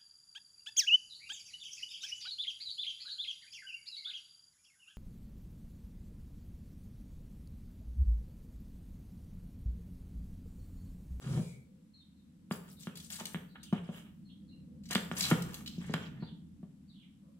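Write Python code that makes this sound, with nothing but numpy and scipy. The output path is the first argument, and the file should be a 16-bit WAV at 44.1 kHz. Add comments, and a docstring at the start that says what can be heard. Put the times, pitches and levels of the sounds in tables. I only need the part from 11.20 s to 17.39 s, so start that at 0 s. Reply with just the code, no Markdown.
"""Pruning shears cut dry stems close to a two-port stereo microphone, on a tiled porch.
The potted plant stands on a hollow plastic crate: each snip or bump clacks and makes the crate thump.
Fibres crack, dead leaves rustle, a cut branch is dragged out and dropped; the pot judders on the lid
and a sleeve swishes. Far off, small birds chirp above a low outdoor rumble."""
import sys
import numpy as np
from scipy import signal
from scipy.fft import rfft, irfft, next_fast_len
from scipy.io import wavfile
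from scipy.ndimage import uniform_filter1d

SR = 44100
rng = np.random.default_rng(int(sys.argv[2]) if len(sys.argv) > 2 else 0)


def put_to_file(sound):
    """Save the sound as 16-bit audio at rate SR, in the file named by the first command-line argument."""
    columns = np.atleast_2d(sound).T  # one column per channel
    safe = np.clip(columns, -1, 1)
    whole_steps = np.round(safe * 32767)
    wavfile.write(sys.argv[1], SR, whole_steps.astype(np.int16))


N = 272979
TIME = np.arange(N) / SR

# Levels are relative within each table.
# snips and bumps: t/s, clack level/dB, thump level/dB, thump f/Hz, clack f/Hz
CONTACTS = [(0.174, -45, -29.5, 147, 560), (0.191, -70, -29, 178.6, 455), (1.311, -24.5, -31.5, 185, 1170),
            (1.671, -32.5, -36.5, 185.4, 1360), (1.752, -63, -52, 167, 700), (2.011, -37.5, -43, 188, 806),
            (2.057, -59, -55, 170, 700), (2.1453, -28, -37, 171, 1860), (2.157, -35.5, -40, 188, 1890),
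            (2.526, -30.5, -24, 188, 700), (2.69, -42, -37, 182, 604), (3.709, -33, -42, 185, 1600),
            (3.751, -27.5, -46, 195, 2100), (3.7552, -16.5, -29, 189, 1870), (3.764, -30, -42.5, 172, 1780),
            (3.9142, -25, -35, 177, 1435), (4.113, -19.5, -28.5, 293, 1407),
            (4.1152, -21.5, -35.5, 270.4, 1350), (4.1193, -25, -20, 174.2, 1250),
            (4.127, -30.5, -30, 175, 1350), (4.581, -88.5, -34, 178, 504), (4.696, -46.5, -33.5, 167, 416),
            (4.74, -19, -30.5, 161.7, 1622), (5.024, -48, -34, 171.6, 850), (5.43, -65, -41.5, 184, 646)]
# modes of shears, pot and crate: f/Hz, level/dB, t60/s
BODY_MODES = [(282, -21, .24), (350, -19, .2), (430, -23, .16), (478, -17, .16), (742, -25, .12),
              (798, -27, .12), (1002, -22, .12), (1050, -25, .12), (1260, -16.5, .14), (1398, -16, .14),
              (1564, -18, .12), (1697, -19, .11), (1805, -19, .11), (2191, -26, .12), (3021, -19, .15),
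              (3167, -19, .15)]
# hard edge of every clack: f/Hz, Q, gain/dB
BLADE_PEAK = (3200, 5.4, 6.7)
# dry stems breaking: t/s, level/dB, t60/s, centre f/Hz
STEM_BREAKS = [(1.32, -31.5, 0.036, 10000), (1.48, -45, 0.018, 9000), (1.503, -54, .025, 9500),
               (1.52, -52, 0.025, 9000), (1.594, -43, 0.022, 9000), (1.612, -42, .025, 8500),
               (1.633, -33, 0.021, 8500), (1.755, -31.5, 0.03, 8500), (1.771, -28, 0.042, 10500),
               (1.801, -34, 0.018, 7000), (1.903, -26.5, 0.025, 9300), (1.929, -31, 0.054, 8700),
               (1.942, -28, .03, 10000), (1.96, -27.5, 0.033, 7800), (1.998, -30, .02, 7500),
               (2.036, -33, .016, 12500), (2.055, -16.5, 0.012, 10000), (2.068, -26, 0.013, 9500),
               (2.431, -36.5, 0.11, 9100), (2.527, -40, 0.042, 7840), (3.636, -48, .06, 7600),
               (3.655, -43.5, 0.1, 6460), (3.688, -36, 0.057, 8000), (3.709, -18, 0.043, 8800),
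               (3.729, -20.5, .03, 11500), (3.732, -22, 0.011, 8560), (3.75, -9.5, 0.0071, 11500),
               (3.7503, -9.5, 0.0079, 4020), (3.967, -33.5, 0.058, 5450), (3.993, -24, 0.035, 9000),
               (4.008, -8.5, 0.01, 7000), (4.026, -20, 0.037, 4640), (4.039, -17.5, .026, 4440),
               (4.052, -17, 0.018, 3610), (4.069, -20, 0.0082, 3650), (4.085, -22.5, .03, 11000),
               (4.101, -19, 0.028, 10720), (4.222, -19, 0.012, 9500), (4.333, -30.5, .015, 13600),
               (4.343, -17.5, .013, 12000), (4.352, -26, 0.0096, 11600), (4.461, -32.5, 0.058, 3480),
               (4.476, -26, 0.024, 6200), (4.738, -18.5, 0.0062, 4920)]
# plant grasped, bent, pulled or dropped: t/s, length/s, leaf level/dB, stem level/dB, leaf f/Hz, stem f/Hz
HANDLING = [(0.005, 0.097, -66, -56.5, 5000, 1290), (0.098, 0.088, -60.5, -55, 6960, 1300),
            (1.301, 0.06, -52.5, -58, 10900, 1100), (1.43, 0.056, -78, -62.5, 7500, 1310),
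            (1.484, 0.04, -53.5, -93, 10000, 2500), (1.585, 0.085, -57.5, -72.5, 8600, 2500),
            (1.757, 0.11, -55, -72.5, 8400, 1900), (1.89, 0.075, -45.5, -57.5, 9100, 1710),
            (1.982, 0.026, -51, -47.5, 7940, 980), (2.06, 0.074, -59.5, -63, 11400, 1800),
            (2.344, 0.019, -94, -54, 4000, 1480), (2.526, 0.059, -70.5, -52, 8000, 2900),
            (2.62, 0.078, -74, -63, 7000, 2900), (2.713, 0.083, -63, -57, 11200, 2900),
            (2.804, 0.097, -88, -67, 9000, 2900), (3.698, 0.035, -61, -38.5, 7070, 1820),
            (3.903, 0.13, -58, -69.5, 9000, 2500), (3.956, 0.15, -41, -46, 9300, 2400),
            (4.01, 0.052, -45, -52, 4400, 3000), (4.096, 0.02, -55, -38, 8020, 1400),
            (4.144, .07, -64.5, -49.5, 7030, 1350), (4.239, 0.17, -62.5, -55.5, 8150, 1100),
            (4.491, 0.12, -63.5, -71, 4506, 2520), (4.601, 0.061, -63.5, -58, 7000, 1910),
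            (4.66, 0.066, -62, -56.5, 7000, 2030), (4.729, .04, -68.5, -51.5, 5050, 1450),
            (4.785, .09, -66, -55.5, 4900, 2700), (4.902, 0.18, -87, -67.5, 5020, 1900)]
# hand movements: t/s, length/s, level/dB
POT_PUSHES = [(0.013, .16, -31.5), (4.02, 0.25, -40), (4.564, 0.43, -49.5)]
ARM_SWISHES = [(-0.1, 0.53, -59), (2.66, 0.21, -67.5)]
# bird notes: t/s, length/s, start f/Hz, level/dB, rasp as a share of the pitch
BIRD_NOTES = [(0.732, 0.022, 4390, -55, 0.035), (0.759, 0.033, 4050, -66, 0.05),
              (0.796, 0.015, 3704, -60, 0.013), (0.809, 0.018, 3330, -73, 0.046),
              (0.958, 0.022, 4090, -71.5, 0.022), (0.985, 0.016, 3750, -73, 0.014),
              (1.556, 0.041, 4120, -60, 0.067), (1.607, 0.13, 3360, -63.5, 0.086),
              (2.278, 0.052, 4250, -64.5, 0.064), (2.391, 0.042, 4000, -61, 0.082),
              (2.433, 0.058, 3350, -58, 0.11), (3.042, 0.039, 4360, -64.5, 0.022),
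              (3.083, 0.031, 3394, -59.5, 0.084), (3.273, 0.041, 4292, -60.5, 0.045),
              (3.304, 0.035, 2900, -67.5, 0.036), (4.992, 0.065, 4440, -58, 0.073),
              (5.049, 0.046, 3550, -57.5, 0.1), (5.674, 0.017, 4540, -64.5, 0.037),
              (5.688, 0.017, 4060, -59, 0.052), (5.723, 0.062, 3650, -65, 0.11),
              (5.78, 0.067, 3306, -62.5, 0.14)]
# swell of the distant rumble and drone: t/s, level/dB
RUMBLE_LEVELS = [(0.45, -61), (0.83, -64.5), (1.23, -59), (3.21, -56), (4.06, -49), (4.48, -50.5),
                 (4.75, -48.5), (5.77, -60), (6.19, -61)]
DRONE_LEVELS = [(0.6, -76.5), (0.85, -91.5), (1.2, -80.5), (3.05, -88), (3.25, -78.5), (3.55, -73),
                (4.0, -82), (5.7, -87.5)]
# spectra of the sources and of the porch echo: f/Hz, level/dB
FIBRE_SPECTRUM = [(300, -19), (1000, -7), (2500, 0), (4300, 4), (8000, -1.5), (12000, -8), (18000, 4)]
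LEAF_SPECTRUM = [(1500, -6.5), (3000, 0), (5000, -0.5), (8000, -2), (11000, -5), (15000, -2.5), (18000, -2)]
STEM_SPECTRUM = [(300, -10), (700, 0), (1300, 1), (1750, 1), (2300, -3), (3200, -2.5), (4600, -13),
                 (7000, -16.5)]
JUDDER_SPECTRUM = [(40, -22), (80, -9.5), (110, -14), (132, 1), (190, -6.5), (270, -18.5), (500, -28),
                   (900, -38.5)]
SLEEVE_SPECTRUM = [(1500, -11), (3500, -3.5), (5500, -3), (7200, 1), (10500, -2), (12500, -15), (15000, -9)]
RUMBLE_SPECTRUM = [(22, -28), (50, -13.5), (62, -21), (78, -2.5), (100, -15.5), (125, -12.5), (160, -0.5),
                   (200, 1), (250, -7), (310, -12.5), (400, -37.5), (700, -42)]
HISS_SPECTRUM = [(500, -7.5), (1000, -6.5), (3000, -11), (8000, -11.5), (12000, -12), (14000, -23.5)]
PORCH_SPECTRUM = [(80, 4), (180, -3.5), (400, 4), (650, -2.5), (1000, -2.5), (1500, 0), (2200, -2),
                  (3200, -1.5), (5200, -1.5), (8000, 0.5), (18000, 2)]
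# decay of the porch echo: f/Hz, t60/s
PORCH_DECAY = [(120, 0.55), (255, 0.08), (500, 0.62), (1000, .5), (3000, 0.42), (8000, 0.41), (15000, 0.66)]
# bass returned by the nearest walls: delay/s, level/dB
WALL_RETURNS = [(0.0257, -12.5), (0.04, -17.5)]
# diffuse sound at the microphone: f/Hz, left-right coherence
COHERENCE = [(30, 1), (150, 0.92), (300, 0.87), (600, 0.17), (1200, 0.067), (3000, 0.036)]
# colour of the microphone ports: f/Hz, Q, gain/dB
LEFT_PORT_PEAKS = [(2900, 7.7, 0), (7680, 5.7, 4.5)]
RIGHT_PORT_PEAKS = [(1240, 4.25, 0.5), (3330, 1.6, 4), (4900, 2.5, -1), (7150, 3.9, -15), (10000, 1.2, -3)]


def shears(clack_db=2.0, thump_db=9.5, thump_t60=0.074, ring_db=-43.5, scuff_s=0.013, swell_s=0.0013):
    """A short contact clacks and rings the hard parts; the crate's lid answers with a low thump."""
    clacks, thumps = np.zeros(N), np.zeros(N)
    t = TIME[:SR // 2]
    blow = signal.unit_impulse(len(t))
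    for s, peak_db, lid_db, lid_hz, clack_hz in CONTACTS:
        scuff_db = min(lid_db - 22 - peak_db, -6)  # follows the thump, but stays under the clack
        scuff = from_db(scuff_db) * rng.standard_normal(len(t)) * np.exp(-t / scuff_s)
        contact = peaks(np.array([blow, scuff]), [(clack_hz, 3.3, 5), BLADE_PEAK])
        contact = cut(contact, 1.14 * clack_hz, "low")  # a softer contact has less treble
        pulse, rattle = cut(cut(contact, 3980, "low", order=12), 250, "high")
        add(clacks, s, from_db(peak_db + clack_db) * (pulse + rattle / 2) / np.abs(pulse).max())
        lid = ring(blow, lid_hz, thump_t60) * (1 - np.exp(-t / swell_s))
        add(thumps, s, -from_db(lid_db + thump_db) * lid)
    # each contact lands somewhere else and favours other modes
    modes = sum((-1) ** k * ring(clacks * from_db(db + ring_db + 2.5 * drift(4.8)), hz, t60)
                for k, (hz, db, t60) in enumerate(BODY_MODES))
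    return clacks + modes + cut(thumps, 124, "high", order=4)


def fibre_breaks(count=3, gap_s=.017, loss_db=14.5):
    """Each break runs on through the next fibres at uneven intervals, each weaker than the last."""
    steps = np.arange(count) * rng.uniform(.8, 1.2, (len(STEM_BREAKS), count))
    return [(s + gap_s * k, db - loss_db * k, t60, hz)
            for (s, db, t60, hz), run in zip(STEM_BREAKS, steps) for k in run]


def cracks(crack_db=-13.0, spread_db=2.0, ringing=0.58, stem_t60=0.0084, modes=9):
    """Fibres give way in a dying run of tiny snaps; each piece of stem rings at pitches of its own."""
    track, t = np.zeros(N), TIME[:SR // 8]
    for s, db, t60, centre_hz in fibre_breaks():
        sizes = from_db(spread_db * np.minimum(rng.exponential(1, len(t)), 3))
        clicks = sizes * rng.choice([-1, 1], len(t)) * (rng.random(len(t)) < .2)
        snaps = peaks(clicks, [(centre_hz, 1.5, 7.5)])
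        snaps = cut(snaps, centre_hz / 4, "high")  # a thin twig gives little bass
        snaps = rms_one(snaps) * from_db(db - 60 * t / t60)
        pitches = np.linspace(3500, 14500, modes) + rng.uniform(-700, 310, modes)
        stem = snaps.std() * rms_one(sum(ring(snaps, hz, stem_t60) for hz in pitches))
        add(track, s, (snaps + ringing * stem) / np.hypot(1, ringing))
    return from_db(crack_db) * colour(track, FIBRE_SPECTRUM)


def foliage(leaf_db=-3.5, stem_db=-4.0, stem_clump_db=3.0):
    """Dead leaves crackle in clumps; stems rasp along each other, each with a broad, woody resonance."""
    strokes = np.array([stroke(s, length, attack_s=.016, release_s=.012) for s, length, *_ in HANDLING])
    leaves = leaf_crackle(strokes) * from_db(leaf_db + drift(160))
    slips = grains(1500, spread_db=2.5) * from_db(stem_db + stem_clump_db * drift(90))
    slips = colour(slips, STEM_SPECTRUM)
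    stems = np.zeros(N)
    for (s, _, _, db, _, hz), effort in zip(HANDLING, strokes):
        span = slice(round(s * SR), round(s * SR) + SR // 2)
        rasp = slips.std() * rms_one(peaks(slips[span], [(hz, 3.4, 6.5)]))
        stems[span] += from_db(db) * effort[span] * rasp
    stems = cut(stems, 3870, "low", order=12)
    stems = peaks(stems, [(hz, 52, 2) for hz, _, _ in BODY_MODES])  # pot and crate sing along faintly
    return colour(leaves, LEAF_SPECTRUM) + stems


def leaf_crackle(strokes, per_s=750, cycles=22.0, count=20, width_octaves=0.6):
    """Each tiny break rings a bit of dry plant briefly; thin leaves ring high, twigs lower."""
    clicks, piece = grains(per_s, spread_db=3.5), rng.integers(0, count, N)
    pitches = np.geomspace(2200, 15000, count)
    _, _, db, _, centre_hz, _ = np.transpose(HANDLING)
    shares = np.exp(-.5 * (np.log2(pitches[:, None] / centre_hz) / width_octaves) ** 2)
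    gains = (from_db(db) * shares / np.linalg.norm(shares, axis=0)) @ strokes
    return sum(gain * rms_one(ring(clicks * (piece == k), hz, cycles / hz))
               for k, (hz, gain) in enumerate(zip(pitches, gains)))


def pot_judder(judder_db=-2.5, slip_hz=130.3, uneven=0.0806):
    """The pushed pot sticks and slips on the lid in uneven, gritty steps."""
    steps = np.floor(np.cumsum(slip_hz * np.exp(uneven * drift(60))) / SR)
    slips = rms_one(np.diff(steps, prepend=0)) + rng.standard_normal(N)
    force = sum(from_db(db) * stroke(s, length, attack_s=.085, release_s=.055)
                for s, length, db in POT_PUSHES)
    return from_db(judder_db) * force * rms_one(colour(slips, JUDDER_SPECTRUM))


def sleeve():
    """Cloth slides on cloth: a smooth hiss that swells and fades with the speed of the arm."""
    speed = sum(from_db(db) * np.sin(np.pi * np.clip((TIME - s) / length, 0, 1)) ** 2
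                for s, length, db in ARM_SWISHES)
    return speed * colour(rng.standard_normal(N), SLEEVE_SPECTRUM)


def near_echoes(x, echo_db=-9.5, above_hz=1770.0, count=5):
    """Pot, lid and sack throw the treble back within a few milliseconds, differently to each port."""
    treble = cut(x, above_hz, "high")
    lags = (rng.uniform(.0006, .007, (2, count)) * SR).astype(int)
    echoes = [sum(np.pad(treble, (lag, 0))[:N] for lag in side) for side in lags]
    return from_db(echo_db) * np.array(echoes)


def wall_echoes(x, below_hz=1700.0):
    """The nearest walls send each thump back; one echo prolongs the ring and the next cuts it short."""
    bass = cut(x, below_hz, "low", order=1)
    return sum(from_db(db) * np.pad(bass, (round(s * SR), 0))[:N] for s, db in WALL_RETURNS)


def porch(x, wet_db=-3.0, build_s=0.0027):
    """Dense reflections from tiles and walls, each octave dying at its own rate."""
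    t, hz, edges = TIME[:SR], np.arange(SR // 2 + 1), 45 * 2 ** np.arange(10)
    noise, response = rfft(diffuse(SR)), 0
    for low, high in zip(edges, edges[1:]):
        t60 = at_hz(PORCH_DECAY, np.sqrt(low * high))
        band = irfft(noise * ((hz >= low) & (hz < high)))
        response += band * from_db(-60 * t / t60) * np.sqrt(2 * np.log(1000) / t60 / SR)
    response = colour(even_out(response) * (1 - np.exp(-t / build_s)), PORCH_SPECTRUM)
    return from_db(wet_db) * signal.fftconvolve(x[None], response, axes=1)[:, :N]


def even_out(response, fine_hz=25, broad_hz=300, end_s=.7):
    """Many paths leave the echo without strong pitches of its own."""
    spectrum = rfft(response)
    power = (np.abs(spectrum) ** 2).mean(0) + 1e-9
    gain = np.sqrt(uniform_filter1d(power, broad_hz) / uniform_filter1d(power, fine_hz))
    return irfft(spectrum * gain) * (TIME[:SR] < end_s)


def birds(fall_octaves_per_s=3, echo_t60=0.4, arrive_s=0.0011):
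    """Far, raspy falling notes, a whistle and a low hoot reach the microphone only off the walls."""
    def note(hz, rasp):
        """A tone with soft ends whose pitch shakes quickly and unevenly."""
        shake = 1 + rasp * drift(450)[:len(hz)]
        return signal.windows.tukey(len(hz), .5) * np.sin(2 * np.pi * np.cumsum(hz * shake) / SR)

    song = np.zeros(N)
    for s, length, start_hz, db, rasp in BIRD_NOTES:
        t = TIME[:int(length * SR)]
        add(song, s, from_db(db) * note(start_hz * 2 ** (-fall_octaves_per_s * t), rasp))
    whistle_hz = np.geomspace(2440, 2154, int(.26 * SR))
    add(song, .14, from_db(-65) * note(whistle_hz, rasp=.047))
    hoot_hz = np.full(int(.08 * SR), 566)
    hoot = note(hoot_hz, rasp=.083) + from_db(-10) * note(2 * hoot_hz, rasp=.083)
    add(song, 6.01, from_db(-65) * hoot)
    t = TIME[:SR]
    walls = rms_one(diffuse(SR) * from_db(-60 * t / echo_t60) * (1 - np.exp(-t / arrive_s)))
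    return signal.fftconvolve(song[None], walls / np.sqrt(SR), axes=1)[:, :N]


def background(rumble_db=2.5, hiss_db=-79.0, drone_hz=504.3, ring_t60=0.0285):
    """Far rumble with a faint drone in it that swells now and then, and a thin even hiss."""
    rumble = rms_one(colour(diffuse(N), RUMBLE_SPECTRUM))
    rumble *= from_db(rumble_db + np.interp(TIME, *np.transpose(RUMBLE_LEVELS)))
    drone = rms_one(ring(ring(diffuse(N), drone_hz, ring_t60), drone_hz, ring_t60))
    drone *= from_db(np.interp(TIME, *np.transpose(DRONE_LEVELS)))
    return rumble + drone + from_db(hiss_db) * colour(diffuse(N), HISS_SPECTRUM)


def stroke(s, length, attack_s, release_s):
    """Envelope of one hand movement: it builds up, holds and dies away."""
    rise = np.clip((TIME - s) / attack_s, 0, 1)
    return rise * np.exp(-np.clip((TIME - s - length) / release_s, 0, 20))


def grains(per_s, spread_db):
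    """Random clicks of very uneven size; rms 1."""
    sizes = from_db(spread_db * np.minimum(rng.exponential(1, N), 4)) * rng.choice([-1, 1], N)
    return rms_one(sizes * (rng.random(N) < per_s / SR))


def diffuse(size):
    """White stereo noise from all around: alike in the bass, unrelated in the treble."""
    padded = next_fast_len(size)
    mid, side = rfft(rng.standard_normal((2, padded)))
    hz = np.maximum(np.arange(len(mid)) * SR / padded, 1)
    alike = np.clip(at_hz(COHERENCE, hz), 0, .995)
    spectra = np.sqrt((1 + alike) / 2) * mid + np.sqrt((1 - alike) / 2) * side * [[1], [-1]]
    return irfft(spectra, padded)[:, :size]


def drift(per_s):
    """A line wandering between random values of spread 1."""
    knots = rng.standard_normal(int(N / SR * per_s) + 2)
    return np.interp(TIME * per_s, np.arange(len(knots)), knots)


def ring(clicks, hz, t60):
    """A unit click sets a sine of height 1 ringing."""
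    r, w = from_db(-60 / (t60 * SR)), 2 * np.pi * hz / SR
    return signal.lfilter([0, np.sin(w)], [1, -2 * r * np.cos(w), r * r], clicks + 1e-18)


def peaks(x, bumps):
    """A chain of peaks and notches, each f/Hz, Q, gain/dB."""
    for hz, q, db in bumps:
        w, a = 2 * np.pi * min(hz, .45 * SR) / SR, from_db(db / 2)
        k, middle = np.sin(w) / (2 * q), -2 * np.cos(w)
        x = signal.lfilter([1 + k * a, middle, 1 - k * a], [1 + k / a, middle, 1 - k / a], x)
    return x


def cut(x, hz, kind, order=2):
    """Butterworth low- or high-pass."""
    return signal.sosfilt(signal.butter(order, hz, kind, fs=SR, output="sos"), x + 1e-18)


def colour(x, spectrum, size=8192):
    """Minimum-phase filter with this spectrum, rolled off at both ends; keeps white noise's power."""
    hz = np.maximum(np.arange(size // 2 + 1) * SR / size, 1)
    skirts = (1 + (spectrum[0][0] / hz) ** 4 / 4) * (1 + (hz / spectrum[-1][0]) ** 4 / 4)
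    cepstrum = irfft(np.log(rms_one(from_db(at_hz(spectrum, hz)) / skirts) + 1e-6))
    cepstrum[1:size // 2] *= 2
    response = irfft(np.exp(rfft(cepstrum[:size // 2], size)))
    filtered = signal.fftconvolve(np.atleast_2d(x), response[None], axes=1)
    return filtered[:, :x.shape[-1]].reshape(x.shape)


def at_hz(points, hz):
    """Read a table on a log-frequency axis."""
    freqs, values = np.transpose(points)
    return np.interp(np.log(hz), np.log(freqs), values)


def add(track, s, sound):
    """Mix a sound in at a time."""
    start = round(s * SR)
    track[start:start + len(sound)] += sound[:N - start]


def from_db(db):
    """Decibels to gain."""
    return 10 ** (np.asarray(db) / 20)


def rms_one(x):
    """Scale to rms 1."""
    return x / np.sqrt(np.mean(x ** 2) + 1e-20)


def scene(port_lag_s=.0001, side_lag_s=.0002):
    """The work is close by and reaches the left port first; half the foliage hangs further left."""
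    near_foliage, side_foliage = foliage() / np.sqrt(2), foliage() / np.sqrt(2)
    centre = shears() + cracks() + pot_judder() + sleeve() + near_foliage
    left = centre + side_foliage
    right = np.roll(centre, round(port_lag_s * SR)) + np.roll(side_foliage, round(side_lag_s * SR))
    echoes = near_echoes(left) + wall_echoes(left) + porch(left)
    return np.array([left, right]) + echoes + birds() + background()


def record(dry, cutoff_hz=15750):
    """Each microphone port colours its side; the top is cut steeply."""
    heard = np.array([peaks(dry[0], LEFT_PORT_PEAKS), peaks(dry[1], RIGHT_PORT_PEAKS)])
    return signal.sosfilt(signal.ellip(10, .2, 80, cutoff_hz, fs=SR, output="sos"), heard)


dry = scene()
out = record(dry)
put_to_file(out)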